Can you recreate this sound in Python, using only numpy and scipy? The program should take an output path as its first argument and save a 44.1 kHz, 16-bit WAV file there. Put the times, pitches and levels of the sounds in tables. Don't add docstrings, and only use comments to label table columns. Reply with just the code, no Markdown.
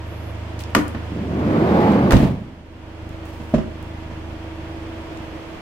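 import sys
import numpy as np
from scipy import signal
from scipy.fft import rfft, irfft, next_fast_len
from scipy.io import wavfile
from scipy.ndimage import uniform_filter1d, map_coordinates

SR = 44100
rng = np.random.default_rng(int(sys.argv[2]) if len(sys.argv) > 2 else 0)


def file_out(sig):
    cols = np.atleast_2d(sig).T
    lim = np.clip(cols, -1, 1)
    pcm = np.round(lim * 32767).astype(np.int16)
    wavfile.write(sys.argv[1], SR, pcm)


N = 247401
TIME_S = np.arange(N) / SR
HIT_TIME_S = np.arange(SR // 2) / SR


def amp(db):
    return 10 ** (np.asarray(db) / 20)


def unit(x):
    return x / np.sqrt(np.mean(x ** 2) + 1e-20)


def pan(left_minus_right_db):
    return amp([[left_minus_right_db / 2], [-left_minus_right_db / 2]])


def add_at(out, start_s, sound):
    out[..., round(start_s * SR):][..., :sound.shape[-1]] += sound


def along(points, hz):
    freqs_hz, values = np.transpose(points)
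    return np.interp(np.log(hz + 1), np.log(freqs_hz + 1), values)


def curves(rows):
    times_s, *columns = np.transpose(rows)
    return [np.interp(TIME_S, times_s, column) for column in columns]


def gate(start_s, end_s):
    return uniform_filter1d(1. * (TIME_S > start_s) * (TIME_S < end_s), size=200)


def wobble(rate_hz):
    return map_coordinates(rng.standard_normal(int(N * rate_hz / SR) + 4), [TIME_S * rate_hz])


def filtered(x, response):
    size = next_fast_len(N + SR // 2)
    return irfft(rfft(x, size) * response(np.fft.rfftfreq(size, 1 / SR)), size)[..., :N]


def mic_ports(x, lead_samples):
    return filtered(x, lambda hz: np.exp(1j * np.pi * hz * lead_samples / SR * np.array([[1], [-1]])))


def noise(spectrum, coherence, lumps_db, lumps_hz, lead_samples=0.):
    pair = rng.standard_normal((2, N)) * amp(lumps_db * wobble(lumps_hz))

    def mid_side_gains(hz):
        angle = np.arccos(np.clip(along(coherence, hz), -1, 1)) / 2
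        return amp(along(spectrum, hz)) * [np.cos(angle), np.sin(angle)]

    mid, side = filtered(pair, mid_side_gains)
    return unit(mic_ports(np.array([mid + side, mid - side]), lead_samples))


def ring(modes, t, attack_s):
    tones = sum(amp(db + rng.normal(0, 1) - 60 * t / t60_s) * np.sin(2 * np.pi * hz * t)
                for hz, db, t60_s in modes)
    return tones * (1 - np.exp(-t / attack_s))


def swells(rows, depth_db=32):
    gain = np.zeros(N)
    for start_s, rise_s, hold_s, fall_s, db in rows:
        corners_s = np.cumsum([start_s, rise_s, hold_s, fall_s])
        shape_db = np.interp(TIME_S, corners_s, [-depth_db, 0, 0, -depth_db])
        gain += gate(start_s, corners_s[-1]) * amp(db + shape_db)
    return gain


def dip_db(lowest_s=2.65, fall_s=0.61, depth_db=-11, return_tau_s=0.34):
    t = TIME_S - lowest_s
    return depth_db * np.where(t < 0, np.clip(1 + t / fall_s, 0, 1), np.exp(-np.abs(t) / return_tau_s))


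# freq_hz, density_db
WASH_SPECTRUM = [(71, -9.5), (120, -9.5), (198, -13.5), (268, -13), (322, -10), (429, -14), (627, -12.5),
                 (787, -16.5), (930, -16), (1280, -20), (2600, -24), (3350, -26.5), (3800, -33),
                 (4500, -34), (5850, -57), (9900, -120)]
HISS_SPECTRUM = [(1760, -35), (3000, -20), (3260, -21.5), (4110, -18), (4860, 4), (12200, -12),
                 (15000, -10), (16000, -27)]
# freq_hz, correlation
AIR_COHERENCE = [(60, 0.6), (240, 0.92), (950, 0.31), (3770, -0.11), (15000, -0.02)]
# time_s, level_db
AIR_LEVELS = [(0, -37.5), (1.1, -35.5), (2.6, -35.5), (3.7, -38), (4.4, -37.5), (5.2, -35.5), (5.61, -36.5)]


def garage_air():
    wash = noise(WASH_SPECTRUM, AIR_COHERENCE, lumps_db=.3, lumps_hz=40)
    hiss = amp(-21.5) * noise(HISS_SPECTRUM, AIR_COHERENCE, lumps_db=.3, lumps_hz=60)
    return amp(curves(AIR_LEVELS)[0] + dip_db()) * (wash + hiss) * pan(-.8)


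# start_s, rise_s, hold_s, fall_s, level_db
THIN_HISS_SWELLS = [(.0, 0.074, 0.23, .1, -62.5)]
RUSTLE_SWELLS = [(.587, 0.0069, 0.021, 0.054, -44), (3.2, .07, 0.3, .1, -58)]


def thin_hiss(sink_hz_per_s=1500):
    spectrum = [(10300, -40), (11300, -3), (11900, -2), (12700, -8), (14000, -42)]
    band = noise(spectrum, [(9000, .3)], lumps_db=1, lumps_hz=40.4)
    shift = np.exp(-1j * np.pi * sink_hz_per_s * TIME_S ** 2)
    return swells(THIN_HISS_SWELLS) * np.real(shift * signal.hilbert(band))


def rustle():
    spectrum = [(1200, -27), (2500, 4), (4000, 0), (8000, -5), (12000, -8), (16000, -8)]
    return swells(RUSTLE_SWELLS) * noise(spectrum, [(9000, 0.34)], lumps_db=2, lumps_hz=149)


# firing_multiple, level_db
LOW_HUM_ORDERS = [(1, 4.5), (2, -1)]
HIGH_HUM_ORDERS = [(5, -20), (6, 0), (7, -5), (8, -8), (9, -2), (10, -6.5), (11, -12), (12, -3), (13, -13),
                   (15, -15), (18, -7), (19, -7.5), (24, -10), (36, -6)]
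BELT_ORDERS = [(12.45, 0), (11.8, -7), (24.95, -14), (21.95, -16)]
# time_s, firing_hz
FIRING_RATE = [(0, 26.14), (3.4, 26.14), (4, 26.23), (5.61, 26.23)]
# time_s, hum_db, drone_db
ENGINE_LEVELS = [(0, -34, -46.5), (1.1, -31.5, -50), (1.8, -31.5, -47), (2.2, -35.5, -48),
                 (2.9, -35, -39.5), (3.5, -36, -42), (4, -35.5, -43.5), (4.8, -37, -38), (5.3, -40.5, -38),
                 (5.61, -48, -45)]


def engine(first_firing_s=0.00897, lean_in_s=(1.5, 2.2)):
    hum_db, drone_db = np.add(curves(ENGINE_LEVELS), dip_db())
    low_gain, fourth_gain, high_gain = [amp(hum_db + np.interp(TIME_S, lean_in_s, from_to_db))
                                        for from_to_db in ((-18, -11), (-3, -5.5), (-17, -14))]
    firing_hz = curves(FIRING_RATE)[0]
    phase = 2 * np.pi * (np.cumsum(firing_hz) / SR - firing_hz[0] * first_firing_s)

    def partials(orders, waver_db):
        return sum(np.sqrt(2) * amp(db + waver_db * wobble(6)) * np.cos(k * phase + rng.normal(0, .4))
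                   for k, db in orders)

    hum = low_gain * partials(LOW_HUM_ORDERS, waver_db=.8)
    hum += amp(hum_db) * partials([(3, 0)], waver_db=.45)
    hum += fourth_gain * partials([(4, 0)], waver_db=.64)
    hum += high_gain * partials(HIGH_HUM_ORDERS, waver_db=2.9)
    drone = amp(drone_db) * partials(BELT_ORDERS, waver_db=.6)
    pipe_spectrum = [(25, -30), (40, -5), (150, -5), (280, -11), (600, -25), (1200, -63)]
    pipe = noise(pipe_spectrum, [(100, 0.75)], lumps_db=7.5, lumps_hz=8.3)
    puffs = high_gain * amp(2.5) * unit(np.exp(1.9 * np.cos(phase)) * pipe)
    return (hum + drone + puffs) * pan(-.6)


# freq_hz, t60_s
GARAGE_DECAY = [(100, 0.34), (1000, 0.41), (5000, 0.23), (14000, 0.33)]


def garage_reverb(x, predelay_samples=300):
    hz, t, bins = signal.stft(rng.standard_normal((2, SR // 2)), SR, nperseg=256)
    decay = amp(-60 * t / along(GARAGE_DECAY, hz)[:, None])
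    tail = signal.istft(bins * decay, SR, nperseg=256)[1]
    delayed = np.pad(x, ((0, 0), (predelay_samples, 0)))
    return signal.fftconvolve(delayed, tail / np.linalg.norm(tail[0]), axes=1)[:, :N]


# start_s, level_db, pitch_hz, t60_s
TICK_EVENTS = [(0.5919, -34.5, 4200, 0.027), (.609, -34, 2590, 0.017), (0.637, -29.5, 3600, 0.016),
               (.705, -48, 7100, .01), (.88, -34, 7500, 0.016), (1.92, -45, 4500, 0.034),
               (2.1675, -20.5, 2700, 0.015), (3.092, -42, 7500, .008), (3.253, -45, 8900, .03),
               (3.827, -41.5, 9100, .01), (5.173, -40.5, 4500, 0.017)]


def ticks(band_ratio=1.67):
    out, t = np.zeros((2, N + SR)), HIT_TIME_S
    for start_s, db, hz, t60_s in TICK_EVENTS:
        band = signal.butter(2, [hz / band_ratio, hz * band_ratio], "band", fs=SR, output="sos")
        burst = unit(signal.sosfilt(band, rng.standard_normal((2, len(t)))))
        add_at(out, start_s, burst * amp(db - 60 * t / t60_s))
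    return out[:, :N]


# freq_hz, density_db
LATCH_SPECTRUM = [(290, -23), (500, -8.5), (974, -8), (1190, -7), (1550, -11), (2230, -14.5), (2540, -15.5),
                  (2890, -16), (3440, -21.5), (6610, -25.5), (8960, -31.5), (14700, -30.5), (16000, -38)]


def latch_clatter():
    return noise(LATCH_SPECTRUM, [(600, 0.43), (2000, 0.14), (8000, 0.076)], lumps_db=-1, lumps_hz=114.85)


def contact(clatter, cutoff_hz):
    lowpass = signal.butter(2, cutoff_hz, fs=SR, output="sos")
    start = rng.integers(N - len(HIT_TIME_S))
    return signal.sosfilt(lowpass, clatter[:, start:start + len(HIT_TIME_S)])


# pitch_hz, level_db, t60_s
TRIM_MODES = [(54, -12, 0.2), (158.3, -1.5, 0.1), (229, 7, 0.066), (262, -3, 0.065), (323, -11, 0.089),
              (370.3, -14.5, 0.25), (498, -7, 0.066), (608, -1.5, 0.052), (630, -6.5, 0.064),
              (1000, -23, 0.1), (1695, -21, 0.049)]
# start_s, ring_db, rattle_db, left_minus_right_db
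PANEL_KNOCKS = [(3.399, -29.5, -40.5, -5), (3.538, -4.5, -26.5, 0.5), (3.579, -16, -34.5, -5),
                (4.107, -33, -42, -5)]


def panel_knocks(clatter):
    out, t = np.zeros((2, N + SR)), HIT_TIME_S
    for start_s, ring_db, rattle_db, pan_db in PANEL_KNOCKS:
        rattle_gain = amp(rattle_db - 60 * t / 0.16) * (1 - np.exp(-t / 0.0027))
        rattle = rattle_gain * contact(clatter, cutoff_hz=6900)
        panel = amp(ring_db) * ring(TRIM_MODES, t, attack_s=0.0047)
        add_at(out, start_s, (panel + rattle) * pan(pan_db))
    return out[:, :N]


# start_s, level_db
TRACK_BUMPS = [(1.113, -17.5), (1.164, -13), (1.236, -20), (1.302, -22), (1.351, -27), (1.392, -33),
               (1.469, -17), (1.535, -17), (1.616, -6.5), (1.706, -5.5), (1.789, -5.5), (1.88, -11),
               (1.955, -14), (2.041, -6)]
# pitch_ratio, level_db, t60_s
RUNNER_MODES = [(1, 0, .1), (1.68, -4, .09), (2.35, -7, .06)]


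def track_jolts(speed):
    out, t = np.zeros(N + SR), np.arange(SR // 4) / SR
    for start_s, db in TRACK_BUMPS:
        lowest_hz = np.interp(speed[round(start_s * SR)], [0, 1], (173.3, 215))
        modes = np.multiply(RUNNER_MODES, [lowest_hz, 1, 1])
        add_at(out, start_s, amp(db) * ring(modes, t, attack_s=0.0063))
    return out[:N]


# freq_hz, density_db
RUMBLE_SPECTRUM = [(35, -50), (60, -13), (168, -2), (200, 2.5), (275, -2.5), (337, -5.5), (410, -11),
                   (494, -13), (700, -20), (910, -50), (1540, -120)]
TRACK_SPECTRUM = [(210, -33), (350, -0.5), (612, -3), (740, -8), (979, -9), (1200, -10), (1280, -14),
                  (2500, -26.5), (3250, -69), (5500, -120)]
SEAL_SPECTRUM = [(880, -26), (1500, -1.5), (3250, -8.5), (4330, -14), (4590, -14), (5940, -23), (9470, -31),
                 (15100, -29), (16000, -39)]
# time_s, speed_fraction
DOOR_SPEED = [(1.09, .005), (1.125, 0), (1.289, 0.1), (1.351, 0.24), (1.5, .5), (1.8, .91), (1.898, 0.95),
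              (2.002, 0.86), (2.129, 0.9)]


def door_roll(whir_hz=(300, 838), tuck_s=1.87, tuck_db_per_s=18):
    speed = np.clip(curves(DOOR_SPEED)[0], .001, 1)
    moving = gate(DOOR_SPEED[0][0], DOOR_SPEED[-1][0])

    def drive(full_speed_db, db_per_decade):
        return moving * amp(full_speed_db + db_per_decade * np.log10(speed))

    tuck = amp(-tuck_db_per_s * np.maximum(TIME_S - tuck_s, 0))
    phase = 2 * np.pi * np.cumsum(np.interp(speed, [0, 1], whir_hz)) / SR
    whir_band = unit(wobble(220) * np.sin(phase) + wobble(220) * np.cos(phase))
    whir = drive(-23.5, 53) * tuck ** 2 * whir_band
    rollers = mic_ports(whir + track_jolts(speed), lead_samples=6.7)
    coherence = [(100, 0.99), (400, 0.96), (1000, 0.84), (3000, 0.088)]
    rumble = noise(RUMBLE_SPECTRUM, coherence, lumps_db=0.5, lumps_hz=30, lead_samples=4.8)
    track = noise(TRACK_SPECTRUM, coherence, lumps_db=0.5, lumps_hz=60.9, lead_samples=10.5)
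    seal = noise(SEAL_SPECTRUM, coherence, lumps_db=1, lumps_hz=84)
    return rollers + drive(-15.5, 9) * rumble + tuck * (drive(-18.5, 22.5) * track + drive(-35.5, 23) * seal)


# pitch_hz, level_db, t60_s
SKIN_MODES = [(158.4, -5.5, 0.29), (234.3, 6, 0.12), (269, -2.5, 0.18), (299, 0, 0.17), (359, -6, 0.21),
              (453, -3.5, 0.088), (512, -1.5, 0.061), (618, -5, 0.067)]
BODY_MODES = [(28, -9, .6), (36, -6, 0.21), (61, 10, 0.079), (78.6, -3.5, 0.44), (102.5, -1, 0.27)]
STRIKER_MODES = [(980, -4, .03), (1180, 0, .045), (1400, -3, .035), (1910, -5, .03), (2900, -9, .02),
                 (4300, -12, .02)]
# start_s, skin_db, body_db, striker_db, crack_db, rattle_db, cutoff_hz, left_minus_right_db
DOOR_BLOWS = [(0.7494, -26.5, -54, -9.5, -6.5, -30, 13600, 3), (0.754, -20, -45, -44, -35, -39, 8900, -2),
              (0.7647, -12, -35, -32, -32, -21, 9000, 0.5), (0.788, -20, -33, -38, -27, -46, 9050, 1),
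              (0.947, -28, -55, -41, -34, -31.5, 3000, 1), (2.108, -29, -42, -17, -16, -26, 14100, -0.5),
              (2.121, -33, -36, -33, -16.5, -24, 14100, 4), (2.132, -15, -11.5, -35, -17.5, -35, 5030, -3),
              (2.168, -19, -39, -30, -34, -31, 6000, 3)]


def door_blows(clatter):
    out, t = np.zeros((2, N + SR)), HIT_TIME_S
    for start_s, skin_db, body_db, striker_db, crack_db, rattle_db, cutoff_hz, pan_db in DOOR_BLOWS:
        skin = amp(skin_db) * ring(SKIN_MODES, t, attack_s=0.0015)
        body = amp(body_db) * ring(BODY_MODES, t, attack_s=0.0034)
        striker = amp(striker_db) * ring(STRIKER_MODES, t, attack_s=0.00071)
        latch_gain = amp(crack_db - 60 * t / 0.032) + amp(rattle_db - 60 * t / 0.1)
        latch = latch_gain * contact(clatter, cutoff_hz)
        add_at(out, start_s, (skin + body + striker + latch) * pan(pan_db))
    return out[:, :N]


SLAM_S, SLAM_RISE_S, SHUDDER_S = 2.139, 0.018, 0.13


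def shudder(db, sag_db_per_s, release_db_per_s, jolt_db=0, jolt_s=1):
    rise_db = 20 * np.minimum(TIME_S - SLAM_S, 0) / SLAM_RISE_S
    after_s = np.maximum(TIME_S - SLAM_S, 0)
    sag_db = sag_db_per_s * np.minimum(after_s, SHUDDER_S)
    release_db = release_db_per_s * np.maximum(after_s - SHUDDER_S, 0)
    return amp(db + rise_db + jolt_db * np.exp(-after_s / jolt_s) - sag_db - release_db)


# freq_hz, density_db
BOOM_SPECTRUM = [(13, -34), (22, -5), (178, 0), (237, -2), (263, 0.5), (306, -8.5), (355, -10.5),
                 (425, -13.5), (566, -21.5), (800, -27), (1040, -31), (1760, -120)]
RATTLE_SPECTRUM = [(260, -29), (450, -10), (684, -4.5), (737, -11.5), (993, -13), (1420, -22.5),
                   (2230, -24.5), (6430, -45.5), (14000, -52.5), (16000, -50)]


def door_slam(split_hz=2200):
    coherence = [(100, 1.0), (400, 0.9), (1000, 0.19), (3000, 0.091)]
    shake = noise(RATTLE_SPECTRUM, coherence, lumps_db=1.5, lumps_hz=68.5)
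    dull = filtered(shake, lambda hz: 1 / (1 + (hz / split_hz) ** 4))
    rattle = shudder(-25, 36, 132, jolt_db=12.5, jolt_s=.008) * unit(dull)
    sizzle = shudder(-34, 56, 160, jolt_db=1.5, jolt_s=.26) * unit(shake - dull)
    boom = noise(BOOM_SPECTRUM, coherence, lumps_db=1.5, lumps_hz=24.98, lead_samples=4.3)
    boom_gain = shudder(-7, 54, 187, jolt_db=-4, jolt_s=.01)
    linger_gain = shudder(-30.5, 29, 29)
    return (boom_gain + linger_gain) * boom + rattle + sizzle


def scene():
    clatter = latch_clatter()
    hits = mic_ports(door_blows(clatter) + panel_knocks(clatter) + ticks(), lead_samples=3.16)
    reverb = amp(-7) * garage_reverb(hits)
    background = engine() + garage_air() + thin_hiss() + rustle()
    return background + hits + reverb + door_roll() + door_slam()


# freq_hz, left_minus_right_db
PORT_TILT = [(100, -1), (300, -1.5), (1500, -0.8), (8000, -.5), (14000, -2)]


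def record(dry, low_cut_hz=18, top_hz=15900):
    def port_response(hz):
        low_cut = hz ** 2 / (hz ** 2 + low_cut_hz ** 2)
        return low_cut * amp(along(PORT_TILT, hz) / 2 * np.array([[1], [-1]]))

    tilted = filtered(dry, port_response)
    rounded = tilted / (1 + np.abs(tilted) ** 8) ** (1 / 8)
    return filtered(rounded, lambda hz: hz < top_hz)


dry = scene()
out = record(dry)
file_out(out)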